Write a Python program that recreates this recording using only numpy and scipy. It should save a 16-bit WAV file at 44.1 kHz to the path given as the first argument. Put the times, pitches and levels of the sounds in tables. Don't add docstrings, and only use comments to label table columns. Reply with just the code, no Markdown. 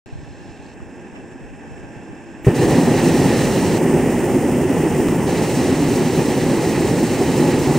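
import sys
import numpy as np
from scipy import signal
from scipy.fft import irfft, next_fast_len
from scipy.io import wavfile

SR = 44100
rng = np.random.default_rng(int(sys.argv[2]) if len(sys.argv) > 2 else 0)


def decibels_to_gain(level_db):
    exponent = np.asarray(level_db, float) / 20
    return 10 ** exponent


def master_out(mix):
    frames = np.transpose(np.atleast_2d(mix))
    ceiling = np.clip(frames, -1, 1)
    pcm = np.round(ceiling * 32767).astype(np.int16)
    wavfile.write(sys.argv[1], SR, pcm)


N = 343098
T = np.arange(N) / SR
HZ = np.maximum(np.fft.rfftfreq(next_fast_len(N), 1 / SR), 1)

# f/Hz, density/dB per Hz
ROAR_SPECTRUM = [(12, -85), (20, -28.5), (102, -9), (154, -0.5), (206, -6), (251, 0.5), (317, -3.5),
                 (367, -0.5), (439, -8), (489, -8), (597, -14.5), (653, -17), (841, -14.5), (1080, -25.5),
                 (1500, -36), (1950, -36), (3300, -120)]
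JET_SPECTRUM = [(650, -14.5), (1100, -5.5), (1480, -6.5), (1960, 1), (2190, -4.5), (2760, -4), (3570, -13),
                (3980, -8), (5000, -14), (6500, -26), (11000, -120)]
HISS_SPECTRUM = [(2650, -11.5), (4500, -8), (4920, -3.5), (5690, 1.5), (6490, 0), (8380, 0.5), (9760, -4),
                 (11000, -9.5), (13000, -12.5), (14400, -7), (16500, -11)]
# level/dB, share of pressure swing [0-1], loss while cracked/dB, lift by flare/dB
ROAR_GAIN = (-15.5, 0.31, 9, 10)
JET_GAIN = (-31.5, 0.72, 6, 5)
HISS_GAIN = (-34, 0.68, 8, .6)
# t/s, level/dB
PRESSURE = [(2.63, -36.5), (2.67, -39.5), (2.71, -35.5), (2.79, -40), (3.06, -36.5), (3.41, -36.5),
            (4.07, -40.5), (4.64, -41.5), (4.71, -40), (5.23, -41), (5.28, -40.5), (5.58, -38.5),
            (5.87, -40), (7.35, -39.5), (7.38, -38), (7.74, -39.5)]
# from t/s, to t/s
OPENING = (2.53, 2.62)
# peak t/s, gone t/s
FLARE = (2.485, 2.537)
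# f/Hz, width/Hz, lift/dB
COLD_COIL = [(1820, 170, 5), (2060, 200, -2.5), (2600, 160, 2.5)]
# f/Hz, likeness [-1 to 1]
FLAME_LIKENESS = [(60, 0.89), (92, 0.92), (140, 0.95), (210, 0.99), (330, 0.98), (500, 1), (770, 1),
                  (1170, 0.94), (1790, 1), (2740, 0.9), (4190, 0.72), (6410, 0.68), (9810, 0.79),
                  (15000, 0.55)]
# f/Hz, width/Hz, share of difference lost [0-1]
ALIKE_BANDS = [(654, 130, .6), (1980, 820, 0.7), (4220, 1700, 0.64), (11800, 2100, .52)]
# f/Hz, left minus right level/dB
LEFT_LOUDER = [(60, -2), (110, 0.5), (200, -1), (380, -0.5), (700, -1), (1290, -3.5), (2380, -2),
               (4400, -3), (8120, -0.5), (15000, -5)]
# f/Hz, left lead [rad]
LEFT_LEADS = [(30, 0.037), (3000, 0), (6400, 0.77), (8000, 0), (9500, .4), (12000, 0.05), (15700, 1)]
# start t/s, clamp-down from t/s, end t/s
THUMP = (2.465, 2.4905, 2.4965)
# f/Hz, level/dB
THUMP_MODES = [(55, -10), (128, 0.5), (185, -9), (270, -13), (396, -4), (480, -11), (610, -18), (800, -21)]
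# t/s, peak level/dB, f/Hz, t60/s, left minus right level/dB
POP = [
    (2.6425, -5, 272, .03, -1),
]
# t/s, peak level/dB, f/Hz, t60/s, left minus right level/dB
VALVE_STOP = [
    (2.4465, -17, 330, .025, 0),
    (2.4465, -27, 2300, .01, 0),
    (2.4465, -36, 6500, .004, 0),
]
# from t/s, full open t/s, low f/Hz, high f/Hz, lifting level/dB, open level/dB
LEAK = (2.423, 5, 13200, 15600, -59, -54)
# f/Hz, density/dB per Hz
PILOT_SPECTRUM = [(18, -38), (40, -41), (100, -9.5), (250, -1), (600, -10.5), (1250, -17), (1570, -22.5),
                  (2200, -18.5), (2940, -25.5), (4500, -30.5), (7540, -33.5), (10800, -50), (13500, -55),
                  (16500, -49)]
# f/Hz, width/Hz, lift/dB
PILOT_RESONANCES = [(334, 190, 4.5), (824, 104, 7.5), (1250, 290, -6.5), (1590, 106, 11), (1756, 170, 9),
                    (2150, 110, -6.5), (2640, 166, 10.5), (4210, 54, 8.5), (4800, 280, -5),
                    (5090, 110, 11.5), (5480, 140, 9.5), (6060, 300, 6), (6880, 130, 4), (7620, 340, 10.5),
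                    (9100, 400, 8.5)]
# f/Hz, likeness [-1 to 1]
PILOT_LIKENESS = [(60, 0.54), (200, 0.98), (700, 0.91), (2400, 1), (4400, 0.91), (8000, 0.73), (15000, .5)]
# t/s, peak level/dB, f/Hz, t60/s, left minus right level/dB
TICKS = [
    (.131, -28, 110, .05, 0),
    (.232, -28, 120, .05, 0),
    (.395, -32, 250, .04, 0),
    (.576, -36, 2000, .003, 16),
    (.645, -40, 2500, .006, 10),
    (.665, -44, 4500, .008, 6),
    (.793, -40, 2000, .008, 14),
    (0.804, -33, 1200, .005, 14),
    (2.276, -48, 3000, .015, 12),
    (2.388, -48, 5000, .004, 6),
]
# f/Hz, density/dB per Hz
WIND_SPECTRUM = [(12, -36), (20, -6), (49, -4), (102, -1.5), (195, -7), (300, -34), (500, -31), (1100, -64)]
# t/s, level above calm/dB, half length/s
GUSTS = [
    (.14, 6.9, 0.35),
    (.78, 4, .2),
    (1.25, 3, .2),
    (1.72, 7.2, .22),
]
# t/s, peak level/dB, f/Hz, t60/s
BUFFETS = [
    (0.126, -17, 110, .05),
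    (.156, -16, 130, .04),
    (.378, -30, 120, .04),
    (.598, -24, 70, .06),
    (.826, -18, 90, .05),
]
# f/Hz, density/dB per Hz
CASE_SPECTRUM = [(120, -36), (200, -6), (387, -2), (493, -6), (572, -8), (1150, -6), (1590, -13),
                 (2450, -9), (5000, -29), (6500, -61), (11000, -120)]
# f/Hz, width/Hz, depth/dB
CAVITY_DIP = (11950, 1500, -11.5)
# from t/s, to t/s
ZOOMING = [
    (.742, 2.545),
    (3.781, 5.267),
]
# f/Hz, width/Hz, depth/dB
ZOOM_CUTS = [(4110, 1320, -11.5), (6100, 3300, -2.5)]
# t/s, size [full scale], t60/s
JUMPS = [
    (.742, .009, .0002),
    (2.5453, -.07, .0002),
    (3.7813, .2, .0002),
    (5.0862, -.29, .008),
]


def burner():
    roar = turbulence(at_hz(ROAR_SPECTRUM), FLAME_LIKENESS, count=6, patchy_db=0.55,
                      flicker_db=1.0, flicker_rate=27.5, agree=ALIKE_BANDS)
    jet = turbulence(at_hz(JET_SPECTRUM), FLAME_LIKENESS, count=4, patchy_db=0.0,
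                     flicker_db=0.8, flicker_rate=15.0, agree=ALIKE_BANDS)
    hiss = turbulence(at_hz(HISS_SPECTRUM), FLAME_LIKENESS, count=3, patchy_db=-1.13,
                      flicker_db=0.4, flicker_rate=24.0, agree=ALIKE_BANDS)
    flowing = np.interp(T, [2.445, 2.448], [0, 1])
    lit = np.interp(T, [2.455, 2.492, 2.5], [0, .15, 1])
    surge_db = 3 * since_open(settle_s=0.77)
    burning = lit * decibels_to_gain(surge_db) * flame_gain(*ROAR_GAIN) * roar
    streaming = flame_gain(*JET_GAIN) * warming(jet) + flame_gain(*HISS_GAIN) * hiss
    return burning + flowing * streaming


def flame_gain(level_db, follows, cracked_db, flare_db):
    pressure_db = np.interp(T, *np.transpose(PRESSURE))
    swing_db = pressure_db - pressure_db[T > OPENING[1]].mean()
    cracked = np.interp(T, OPENING, [1, 0])
    flare = np.interp(T, [THUMP[0], *FLARE], [0, 1, 0])
    return decibels_to_gain(level_db + follows * swing_db - cracked_db * cracked + flare_db * flare)


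def warming(x):
    cold = x
    for hz, width, db in COLD_COIL:
        cold = bell(cold, hz, width, db)
    return x + (cold - x) * since_open(settle_s=1.3)


def since_open(settle_s):
    return np.exp(-np.maximum(T - OPENING[1], 0) / settle_s)


def thump():
    start, clamping, end = THUMP
    swell = np.interp(T, [start, start + 0.0067, clamping, end], [0.2, 0.64, 0.49, 0])
    swell = swell * (T > start) * (T < end)
    modes = 0
    for k, (hz, db) in enumerate(THUMP_MODES):
        modes = modes + decibels_to_gain(db) * np.sin(2 * np.pi * hz * (T - start) + k * np.pi)
    return -swell * modes


def leak():
    start, opened, low_hz, high_hz, lifting_db, open_db = LEAK
    band = signal.butter(3, [low_hz, high_hz], "band", fs=SR, output="sos")
    hiss = rms_one(signal.sosfilt(band, rng.standard_normal((2, N))))
    lifting = np.clip((T - start) / .006, 0, 1)
    return decibels_to_gain(np.where(T < opened, lifting_db, open_db)) * lifting * hiss


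def pilot():
    lift_db = sum(db / (1 + (2 * (HZ - hz) / width) ** 2) for hz, width, db in PILOT_RESONANCES)
    flame = turbulence(at_hz(PILOT_SPECTRUM) + lift_db, PILOT_LIKENESS, count=8, patchy_db=0.7,
                       flicker_db=0.35, flicker_rate=6.9)
    level_db = -36.5 - 5 * np.exp(-T / 0.79)
    return ducked() * decibels_to_gain(level_db) * flame


def ducked():
    return np.interp(T, [2.47, 2.5], [1, 0])


def damped_rings():
    out, t = np.zeros((2, N)), T[1:2000]
    for s, db, hz, t60, pan_db in POP + VALVE_STOP + TICKS:
        ring = decibels_to_gain(db - 60 * t / t60) * np.sin(2 * np.pi * hz * t)
        first = round(s * SR)
        out[:, first:first + len(t)] += ring * decibels_to_gain([[pan_db / 2], [-pan_db / 2]])
    return out


def wind():
    gusts = turbulence(at_hz(WIND_SPECTRUM), [(20, -0.79), (500, -0.15)], count=2, patchy_db=2.0,
                       flicker_db=3.5, flicker_rate=13.0)
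    level_db = -44 + sum(db * np.exp(-((T - s) / half) ** 2) for s, db, half in GUSTS)
    return ducked() * decibels_to_gain(level_db) * gusts


def buffets():
    push = 0
    for s, db, hz, t60 in BUFFETS:
        t = np.clip(T - s, 0, 1)
        push = push - decibels_to_gain(db - 60 * t / t60) * np.sin(2 * np.pi * hz * t)
    return push * [[.8], [-1]]


def case_rustle():
    rustle = turbulence(at_hz(CASE_SPECTRUM), [(20, -.7), (5000, -0.9)], count=3, patchy_db=1.5,
                        flicker_db=5.0, flicker_rate=14.0)
    return decibels_to_gain(np.where(T > ZOOMING[0][0], -53.5, -59)) * rustle


def turbulence(colour_db, likeness, count, patchy_db, flicker_db, flicker_rate, agree=()):
    differ = 1 - sum(np.clip(lost, 0, 1) * np.exp(-(2 * (HZ - hz) / width) ** 2)
                     for hz, width, lost in agree)
    unlike = (1 - np.clip(at_hz(likeness), -.999, .999)) * differ ** 2
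    mid, side = rng.standard_normal((2, len(HZ))) + 1j * rng.standard_normal((2, len(HZ)))
    both = np.sqrt(2 - unlike) * mid + np.sqrt(unlike) * side * [[1], [-1]]
    port = decibels_to_gain(differ * at_hz(LEFT_LOUDER) / 2) * np.exp(.5j * differ * at_hz(LEFT_LEADS))
    both = decibels_to_gain(colour_db) * both * [port, 1 / port]
    heard = HZ[colour_db > colour_db.max() - 45]
    place = np.interp(np.log(HZ), np.log([heard[0], heard[-1]]), [0, count - 1])
    together_db = flicker_db * drift(flicker_rate)
    out = 0
    for k in range(count):
        share = np.clip(1 - np.abs(place - k), 0, 1)
        band = irfft(both * share)[:, :N]
        out = out + band * decibels_to_gain(together_db + patchy_db * drift(19.4))
    return rms_one(out)


def drift(rate):
    r = np.exp(-40 * np.pi * rate / SR)
    slow = signal.lfilter([1], [1, -2 * r, r * r], rng.standard_normal(N // 20 + 4002))[4000:]
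    return np.interp(np.arange(N) / 20, np.arange(len(slow)), rms_one(slow))


def at_hz(points):
    hz, value = np.transpose(points)
    return np.interp(np.log(HZ), np.log(hz), value)


def rms_one(x):
    return x / np.sqrt(np.mean(x ** 2) + 1e-20)


def bell(x, hz, width, db):
    a, w = decibels_to_gain(db / 2), 2 * np.pi * hz / SR
    alpha = np.sin(w) * width / hz / 2
    zeros = [1 + alpha * a, -2 * np.cos(w), 1 - alpha * a]
    poles = [1 + alpha / a, -2 * np.cos(w), 1 - alpha / a]
    return signal.lfilter(zeros, poles, x)


def scene():
    airborne = burner() + thump() + leak() + pilot() + wind()
    return bell(airborne, *CAVITY_DIP) + damped_rings() + case_rustle() + buffets()


def zoom_filter(x):
    cut = bell(bell(x, *ZOOM_CUTS[0]), *ZOOM_CUTS[1])
    zooming = sum((T > a) & (T < b) for a, b in ZOOMING) > 0
    return np.where(zooming, cut, x)


def jumps():
    return sum(size * (T >= s) * decibels_to_gain(-60 * np.clip(T - s, 0, 1) / t60) for s, size, t60 in JUMPS)


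def low_pass(x):
    return signal.sosfilt(signal.butter(12, 16940, fs=SR, output="sos"), x)


def record(dry):
    x = zoom_filter(dry) + jumps()
    x = x / (1 + np.abs(x / 1.05) ** 12) ** (1 / 12)
    top_cut = signal.ellip(12, .5, 60, 15720, fs=SR, output="sos")
    x = signal.sosfilt(top_cut, x)
    mix = x * (T > .0598)
    return low_pass(mix)


dry = scene()
out = record(dry)
master_out(out)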